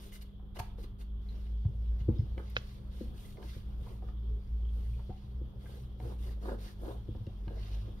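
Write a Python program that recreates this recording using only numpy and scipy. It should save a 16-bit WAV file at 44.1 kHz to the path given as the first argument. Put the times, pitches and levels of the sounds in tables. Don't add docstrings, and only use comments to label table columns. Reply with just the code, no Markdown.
import sys
import numpy as np
from scipy import signal
from scipy.fft import rfft, irfft
from scipy.io import wavfile
from scipy.ndimage import uniform_filter1d

SR = 44100
rng = np.random.default_rng(int(sys.argv[2]) if len(sys.argv) > 2 else 0)


def file_out(sig):
    cols = np.atleast_2d(sig).T
    lim = np.clip(cols, -1, 1)
    pcm = np.round(lim * 32767).astype(np.int16)
    wavfile.write(sys.argv[1], SR, pcm)


N = 352800


# frequency in Hz, relative density in dB per Hz.
HISS_SPECTRUM = [(3820, -31), (6500, -6.5), (7410, -12), (8270, -11), (9030, -1.5), (10600, -9),
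                 (13000, -4), (15600, -15)]
SWISH_SPECTRUM = [(650, -21), (1100, -10.5), (1500, -10.5), (2300, -9.5), (4510, -6.5), (6950, -21.5),
                  (8000, -44), (10400, -61)]
DRAG_SPECTRUM = [(100, -49), (170, -12), (250, -6.5), (413, -1.5), (760, -13), (1260, -19.5), (1750, -24),
                 (2470, -77.5)]


def cloth():
    hiss_gain, swish_gain, drag_gain = speed_gains()

    fibres = rubbing(HISS_SPECTRUM, 2500, spread_db=3.5, grit=0.6, same=0.3)
    hiss = hiss_gain * amp(0.9 * drift(size=300)) * fibres

    folds = rubbing(SWISH_SPECTRUM, 1500, spread_db=2.5, grit=0.4, same=0.46)
    folds = patchy(folds, patchy_db=2.2)
    swish = swish_gain * amp(1.5 * drift(size=400)) * singing(folds)

    mat = rubbing(DRAG_SPECTRUM, 200, spread_db=0.0, grit=0.8, same=0.76, lag=0.00024)
    mat = patchy(mat, patchy_db=3.0)
    drag = drag_gain * amp(2.0 * drift(size=300)) * mat
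    return hiss + swish + drag


# start in seconds, length in seconds, fibre hiss at top speed
# in dB, extra swish on the glass in dB, drag on the mat in dB; levels before the creep and drifts.
STROKES = [(0, 0.12, -65, -17, -84), (0.111, 0.079, -58.5, -6.5, -71), (0.203, .041, -63.5, -3, -76),
           (0.37, 0.11, -104, -8, -66.5), (0.542, 0.055, -63.5, 1, -49.5), (0.584, 0.03, -49, -2, -54),
           (0.77, 0.078, -72, -2.5, -61.5), (0.817, 0.049, -67, -1, -53.5), (0.981, 0.066, -67.5, -3, -66),
           (1.192, 0.4, -79, 1.5, -70), (1.975, 0.067, -81, 5.5, -62.5), (2.102, 0.22, -86.5, 7, -68),
           (2.35, 0.44, -77.5, 3, -66), (2.359, 0.072, -76, -5, -47), (2.548, 0.052, -74.5, 19, -61),
           (2.562, .27, -74, -0.5, -83), (2.896, 0.23, -71, -1.5, -65), (3.127, .26, -66.5, -6, -91),
           (3.337, 0.15, -89, 2, -54), (3.384, 0.26, -68, 0.5, -75), (3.775, 0.24, -72.5, -3.5, -60.5),
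           (4.004, 0.14, -81.5, -4, -59), (4.662, 0.44, -74.5, -4, -88), (4.939, 0.47, -83, 2.5, -85),
           (5.578, 0.31, -70.5, -4, -58.5), (5.976, 0.21, -69.5, -2.5, -50),
           (6.171, 0.19, -66.5, -1.5, -57), (6.398, 0.18, -67.5, -2.5, -40), (6.572, 0.18, -65, 0, -61),
           (6.775, 0.22, -68.5, -4.5, -45.5), (7.464, 0.16, -83, 4.5, -52.5),
           (7.527, 0.36, -72.5, 4, -59.5), (7.836, 0.13, -101, 0, -56.5)]
# time in seconds, hiss in dB.
RUSTLE = [(0, -67), (.1, -75), (.3, -100), (1.0, -106), (1.6, -85.5), (1.85, -83), (3.7, -82.5),
          (4.15, -89.5), (4.5, -83), (5.5, -88.5), (7.0, -83), (8.0, -80)]
RUSTLE_DRAG_DB, RUSTLE_DRAG_SLOPE = -62.5, 0.35
PEAK_SKEW, DRAG_SKEW = 0.9, 0.98
CREEP_S, CREEP_SHARE = 0.03, 0.046


def speed_gains():
    hiss_db = curves(RUSTLE)[0]
    drag_db = RUSTLE_DRAG_DB + RUSTLE_DRAG_SLOPE * (hiss_db - MIDDLE_DB)
    power = amp(np.transpose([hiss_db, swish_of(hiss_db), drag_db])) ** 2
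    skew = np.array([PEAK_SKEW, PEAK_SKEW, DRAG_SKEW])
    speed_power = np.array([2.0, 2.4, 3.6])
    for s, length, hiss_db, extra_db, drag_db in STROKES:
        progress = np.linspace(0, 1, round(length * SR))[:, None] ** skew
        speed = np.clip(np.sin(np.pi * progress), 0, 1) ** (0.8 + 0.04 / length)
        levels = amp([hiss_db, swish_of(hiss_db) + extra_db, drag_db])
        add(power, s, speed ** speed_power * levels ** 2)
    keep = np.exp(-1 / (CREEP_S * SR))
    creep = signal.lfilter([1 - keep], [1, -keep], power.T)
    return np.sqrt(power.T + CREEP_SHARE * creep)


SWISH_DB, SWISH_SLOPE, MIDDLE_DB = -63, 0.9, -69.5


def swish_of(hiss_db):
    return SWISH_DB + SWISH_SLOPE * (hiss_db - MIDDLE_DB)


# frequency in Hz, left minus right in dB.
RUB_BALANCE = [(300, 2), (1300, -2), (4400, -3), (9000, 3)]
LAG_S = 0.000372


def rubbing(spectrum, per_s, spread_db, grit, same, lag=LAG_S):
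    caught = rng.random(N) < per_s / SR
    snaps = amp(spread_db * np.minimum(rng.exponential(1, N), 5)) * caught
    snaps = snaps * rng.choice([-1., 1.], N)
    common = rng.standard_normal(N) + grit * evened(snaps)
    same = np.clip(same, 0, 1)
    apart = np.sqrt(same) * evened(common) + np.sqrt(1 - same) * rng.standard_normal((2, N))
    return pair(apart, spectrum, RUB_BALANCE, lag)


def patchy(x, patchy_db):
    z = signal.stft(x, nperseg=512)[2]
    patches = rng.standard_normal(z.shape[1:])
    patches = uniform_filter1d(patches, size=5, axis=0)
    patches = uniform_filter1d(patches, size=6, axis=1)
    coloured = z * amp(patchy_db * evened(patches))
    return evened(signal.istft(coloured, nperseg=512)[1][:, :N])


GLASS_WIDTH, GLASS_GAIN, GLASS_WAVER_DB = 140, 0.6, 5.0


def singing(x):
    hz, t, z = signal.stft(x, SR, nperseg=512)
    mode_hz = np.transpose(PHONE_MODES)[0]
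    waver = rng.standard_normal((len(t), len(PHONE_MODES)))
    waver = evened(uniform_filter1d(waver, size=8, axis=0))
    peaks = 1 / (1 + (2 * (hz[:, None] - mode_hz) / GLASS_WIDTH) ** 2)
    gain = 1 + GLASS_GAIN * peaks @ amp(GLASS_WAVER_DB * waver).T
    return evened(signal.istft(z * gain, nperseg=512)[1][:, :N])


# start in seconds, length in seconds,
# first pitch in Hz, last pitch in Hz, level in dB before swell and flutter.
SQUEAKS = [(3.233, 0.09, 2080, 2025, -72), (4.228, 0.22, 400, 448, -61), (6.274, 0.072, 1950, 1490, -74),
           (6.655, 0.071, 2150, 1720, -69.5)]


def squeaks():
    out = np.zeros(N)
    waver, flutter = drift(size=300), drift(size=300)
    for s, length, first_hz, last_hz, db in SQUEAKS:
        progress = np.linspace(0, 1, round(length * SR))
        part = slice(round(s * SR), round(s * SR) + len(progress))
        hz = (first_hz + (last_hz - first_hz) * progress) * (1 + 0.048 * waver[part])
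        swell = np.sin(np.pi * np.sqrt(progress)) * amp(db + 5.4 * flutter[part])
        add(out, s, swell * np.sin(2 * np.pi * np.cumsum(hz) / SR))
    return np.sqrt(2) * out


# start in seconds, level in dB before the
# rise and decay, pitch in Hz.
CHIRPS = [(1.287, -57, 4070), (2.183, -61.5, 5102), (4.621, -67, 3230), (4.65, -65, 3163),
          (4.686, -61, 3240), (4.934, -64, 2377)]
CHIRP_RISE_S, CHIRP_T60_S, CHIRP_WIDTH = 0.0026, 0.069, 320


def chirps():
    out = np.zeros((2, N))
    t = np.arange(3000) / SR
    for s, db, hz in CHIRPS:
        common, *own = rng.standard_normal((3, len(t)))
        tone = np.array([narrow(common + 0.5 * n, hz, CHIRP_WIDTH) for n in own])
        envelope = amp(db - 60 * t / CHIRP_T60_S) * np.minimum(t / CHIRP_RISE_S, 1)
        add(out.T, s, (envelope * tone).T)
    return out


# start in seconds, peak in dB, brightest pitch in Hz,
# contact in seconds.
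TICKS = [(.12, -50.5, 2360, 0.0076), (.151, -51, 2400, 0.0065), (.219, -55, 11100, 0.0069),
         (.395, -56, 775, 0.0038), (0.555, -45.5, 930, 0.015), (.566, -45, 2380, 0.004),
         (.589, -36, 935, 0.0074), (0.5979, -32, 910, 0.0022), (.612, -53, 940, 0.0073),
         (.781, -44.5, 530, 0.0088), (1.012, -53, 3686, 0.002), (1.465, -54.5, 2060, 0.002),
         (1.649, -50, 930, 0.0051), (2.003, -55, 2360, 0.0018), (2.087, -47, 944, 0.0069),
         (2.378, -42, 1370, 0.0026), (2.498, -57, 12200, 0.0035), (3.37, -47.5, 1400, 0.0019),
         (3.427, -48.5, 1470, 0.0022), (3.86, -50, 860, 0.014), (4.021, -49.5, 700, 0.0041),
         (4.083, -50, 1100, 0.0063), (4.99, -51.5, 900, 0.0081), (5.091, -45, 745, 0.015),
         (5.656, -53, 1498, 0.007), (6.001, -40.5, 800, 0.0011), (7.148, -51.5, 894, 0.0025),
         (7.266, -51, 3070, 0.0014), (7.479, -41.5, 1300, 0.0019)]
# frequency in Hz, relative level in dB, t60 in seconds.
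PHONE_MODES = [(510, 0, .025), (740, 0, .05), (920, 0, .025), (1200, -5, .015), (1620, -1, .015),
               (2060, 0, .015), (2870, 0, .02), (3700, -1, .01), (5450, -5, .008), (6280, -6, .008),
               (9500, -8, .004), (12500, -8, .004)]
FOCUS_DB_PER_MS = 5.5


def ticks():
    out = np.zeros((2, N))
    body_hz = np.transpose(PHONE_MODES)[0][:, None]
    t = np.arange(2000) / SR
    for s, db, hz, contact in TICKS:
        fall_db = FOCUS_DB_PER_MS * contact / 1e-3
        weight_db = -abs(fall_db * np.log2(body_hz / hz))
        body = ring(PHONE_MODES, soft=0.00012, weight_db=weight_db, spread=0.02)
        contact = max(contact, 1e-4)
        scrape = np.exp(-t / contact) * (1 - np.exp(-t / (0.6 * contact)))
        common, *own = rng.standard_normal((3, 2000)) * scrape
        tick = np.array([signal.fftconvolve(body, common + 0.5 * rough) for rough in own])
        add(out.T, s, amp(db) * tick.T / abs(tick).max())
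    return out


# start in seconds, peak of the thump in dB before knock and boom,
# knock over thump in dB.
THUMPS = [(0.596, -35, -18), (1.651, -19.5, -31.5), (2.006, -31.5, -33), (2.082, -18.5, -3),
          (2.189, -20, -29), (2.368, -41.5, -1), (3.006, -41.5, 8), (3.56, -37, -5.5), (3.813, -38.5, -15),
          (5.089, -34, -3.5), (5.41, -38, -3), (6.511, -40.5, 2), (7.083, -32.5, -5), (7.146, -38.5, -4.5),
          (7.266, -32.5, -6), (7.468, -33, -8.5)]
# frequency in Hz, relative level in dB, t60 in seconds.
BENCH_MODES = [(102, 8, 0.06), (129.7, -7.5, 0.098)]
TOP_MODES = [(218, -0.5, 0.16), (316.6, -5, 0.1), (350.4, 6.5, 0.042), (488.5, -0.5, 0.05)]
KNOCK_LEFT_DB = 4
BOOM_DB, BOOM_T60_S = -10.5, 0.49


def thumps():
    swing, knock = np.zeros((2, N))
    for s, db, knock_db in THUMPS:
        add(swing, s, amp(db) * ring(BENCH_MODES, soft=0.015))
        add(knock, s + 0.0012, amp(db + knock_db) * ring(TOP_MODES, soft=0.0032, spread=0.042))
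    blows = swing + knock * amp(KNOCK_LEFT_DB * np.array([[0.5], [-0.5]]))
    t = np.arange(SR // 2) / SR
    fade = amp(-60 * t / BOOM_T60_S) * (1 - np.exp(-t / 0.02))
    common, *own = rng.standard_normal((3, len(t))) * fade
    tail = common + 0.14 * np.array(own)
    boom = signal.fftconvolve(blows, tail / np.linalg.norm(tail[0]), axes=1)[:, :N]
    return blows + amp(BOOM_DB) * boom


# frequency in Hz, relative level in dB, t60 in seconds.
SNAP_MODES = [(482, 0.5, 0.025), (930, -11, 0.0097), (1570, 17, 0.0061), (2620, 7.5, 0.014),
              (2980, 9, 0.0091), (3806, 7, 0.0086), (5170, -4, 0.0097)]
SNAP_S, SNAP_DB = 2.5658, -22.5


def snap():
    out = np.zeros((2, N))
    crack = amp(SNAP_DB) * ring(SNAP_MODES, soft=0.0005)
    for delay, db in [(0, 10.5), (0.0035, 0)]:
        add(out[0], SNAP_S + delay + 0.00023, crack * amp(db - 1.4))
        add(out[1], SNAP_S + delay, crack * amp(db + 1.4))
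    return out


# frequency in Hz, t60 in seconds.
ROOM_DECAY = [(200, .3), (1000, .38), (3000, .4), (9000, .2)]


def room(x):
    taps = np.zeros((2, SR // 2))
    at = np.arange(200, SR // 2 - 20, 20) + rng.integers(0, 20, (2, (SR // 2 - 201) // 20))
    np.put_along_axis(taps, at, rng.choice([-1., 1.], at.shape), 1)
    hz, t, z = signal.stft(taps, SR, nperseg=256)
    fade = amp(-60 * t / read(ROOM_DECAY, hz)[:, None])
    tail = signal.istft(z * fade, SR, nperseg=256)[1]
    return signal.fftconvolve(x, tail / np.linalg.norm(tail[0]), axes=1)[:, :N]


# time in seconds, firing rate in Hz and level in dB, before waver and dips.
ENGINE = [(0, 57.45, -52.5), (.7, 53.2, -46.5), (1.6, 56.3, -33.5), (2.1, 57.74, -33), (2.74, 59.8, -45),
          (3.1, 59.48, -40.5), (3.3, 59.34, -56.5), (3.6, 58.5, -37.5), (3.95, 56.6, -44),
          (4.35, 55.4, -34), (4.9, 57.5, -34), (5.2, 60.98, -52), (5.45, 61.1, -35.5), (5.7, 62.8, -47),
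          (6.3, 57, -36.5), (6.66, 49.75, -42), (7, 57.67, -45.5), (7.4, 49.5, -41.5), (7.78, 51.3, -37),
          (8, 57.2, -51.5)]
# time in seconds, level in dB before waver.
OVERTONE = [(0, -65.5), (3.4, -57.5), (8, -51.5)]
# time in seconds, depth in dB.
DIPS = [(1.691, 11), (2.199, 17), (3.22, 17), (3.59, 13), (3.9, 7), (4.449, 11.5), (5.51, 23), (6.73, 15),
        (7.28, 25)]
DIP_S = 0.047
# frequency in Hz, width in Hz of each of two passes, # level in dB.
RUMBLE = [(30.1, 4.2, -55), (97.7, 13, -58)]


def engine():
    hz, level_db = curves(ENGINE)
    t = np.arange(N) / SR
    level_db = level_db - sum(db * np.exp(-((t - s) / DIP_S) ** 2) for s, db in DIPS)
    turns = np.cumsum(hz * (1 + 0.013 * drift(size=3000))) / SR
    tones = amp(level_db + 2.0 * drift(size=1500)) * np.sin(2 * np.pi * turns)
    overtone_gain = amp(curves(OVERTONE)[0] + 5.1 * drift(size=1500))
    tones += overtone_gain * np.sin(4 * np.pi * turns + 1)
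    rumbles = [amp(db) * narrow(rng.standard_normal(N), f, width) for f, width, db in RUMBLE]
    return np.sqrt(2) * tones + sum(rumbles)


# frequency in Hz, rms level in dB before a slight drift.
HUM = [(199, -57.5), (150.4, -65), (401, -74)]


def hum():
    t = np.arange(N) / SR
    out = np.zeros(N)
    for hz, db in HUM:
        out += np.sqrt(2) * amp(db + 0.48 * drift(size=4000)) * np.sin(2 * np.pi * hz * t)
    return out


# frequency in Hz, relative density in dB per Hz.
AIR_SPECTRUM = [(12, -35), (24, 0.5), (44, 3), (68, 0), (153, -14.5), (252, -18.5), (394, -25), (615, -34),
                (1200, -35.5), (2150, -50.5), (3460, -55.5), (7130, -70), (12800, -54), (15600, -58)]
# frequency in Hz, left-right likeness (1 is identical).
AIR_SAME = [(60, 1), (130, 0.29), (290, 0.53), (640, 0.27), (1400, 0.033)]
# frequency in Hz, left minus right in dB.
AIR_BALANCE = [(60, 0), (250, 2), (1300, -2), (4400, -3), (9000, 2)]
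AIR_DB = -49.5
FAN_HZ, FAN_WIDTH, FAN_DB = 3283, 620, -76


def room_tone():
    hz = np.fft.rfftfreq(N, 1 / SR)
    left, other = rfft(rng.standard_normal((2, N)))
    same = np.clip(read(AIR_SAME, hz), -1, 1)
    right = same * left + np.sqrt(1 - same ** 2) * other
    both = irfft(np.array([left, right]), N)
    fan = np.array([narrow(n, FAN_HZ, FAN_WIDTH) for n in rng.standard_normal((2, N))])
    air = amp(AIR_DB + 2.24 * drift(size=5000)) * pair(both, AIR_SPECTRUM, AIR_BALANCE, 0)
    return air + amp(FAN_DB + 2.6 * drift(size=2000)) * fan


def ring(modes, soft, weight_db=0, spread=0):
    t = np.arange(9000) / SR
    hz, db, t60 = np.transpose(modes)[:, :, None]
    detune = 1 + spread * rng.standard_normal(hz.shape)
    y = (amp(db + weight_db - 60 * t / t60) * np.sin(2 * np.pi * hz * detune * t)).sum(axis=0)
    y = y * (1 - np.exp(-(t / soft) ** 2))
    return y / abs(y).max()


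def resonate(x, hz, width):
    turn = np.exp(2j * np.pi * np.cumsum(hz * np.ones(len(x))) / SR)
    r = np.exp(-np.pi * width / SR)
    return 2 * (turn * signal.lfilter([1 - r], [1, -r], x / turn)).real


def narrow(x, hz, width):
    return evened(resonate(resonate(x, hz, width), hz, width))


def pair(x, spectrum, balance, lag):
    hz = np.fft.rfftfreq(N, 1 / SR)
    side = np.array([[0.5], [-0.5]])
    gain = amp(read(spectrum, hz) + side * read(balance, hz))
    z = rfft(x) * gain * np.exp(2j * np.pi * side * hz * lag)
    return evened(irfft(z, N))


def drift(size):
    return evened(uniform_filter1d(uniform_filter1d(rng.standard_normal(N), size), size))


def curves(rows):
    s, *columns = np.transpose(rows)
    return [np.interp(np.arange(N) / SR, s, c) for c in columns]


def read(points, hz):
    f, value = np.transpose(points)
    return np.interp(np.log(hz + 1), np.log(f + 1), value)


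def add(mix, s, sound):
    part = mix[round(s * SR):][:len(sound)]
    part += sound[:len(part)]


def amp(db):
    return 10 ** (np.asarray(db) / 20)


def evened(x):
    return x / np.sqrt(np.mean(x ** 2) + 1e-20)


def scene():
    tick, crack, thump, wipe = ticks() + chirps(), snap(), thumps(), cloth()
    echoes = room(amp(-7.5) * tick + amp(-21.5) * thump + amp(-26) * crack + amp(-9.5) * wipe)
    bench = tick + crack + thump + wipe + squeaks()
    return bench + echoes + engine() + hum() + room_tone()


def record(dry):
    lowpass = signal.firwin(1501, 15720, window=("kaiser", 9), fs=SR)
    return signal.oaconvolve(dry, lowpass[None], "same")


dry = scene()
out = record(dry)
file_out(out)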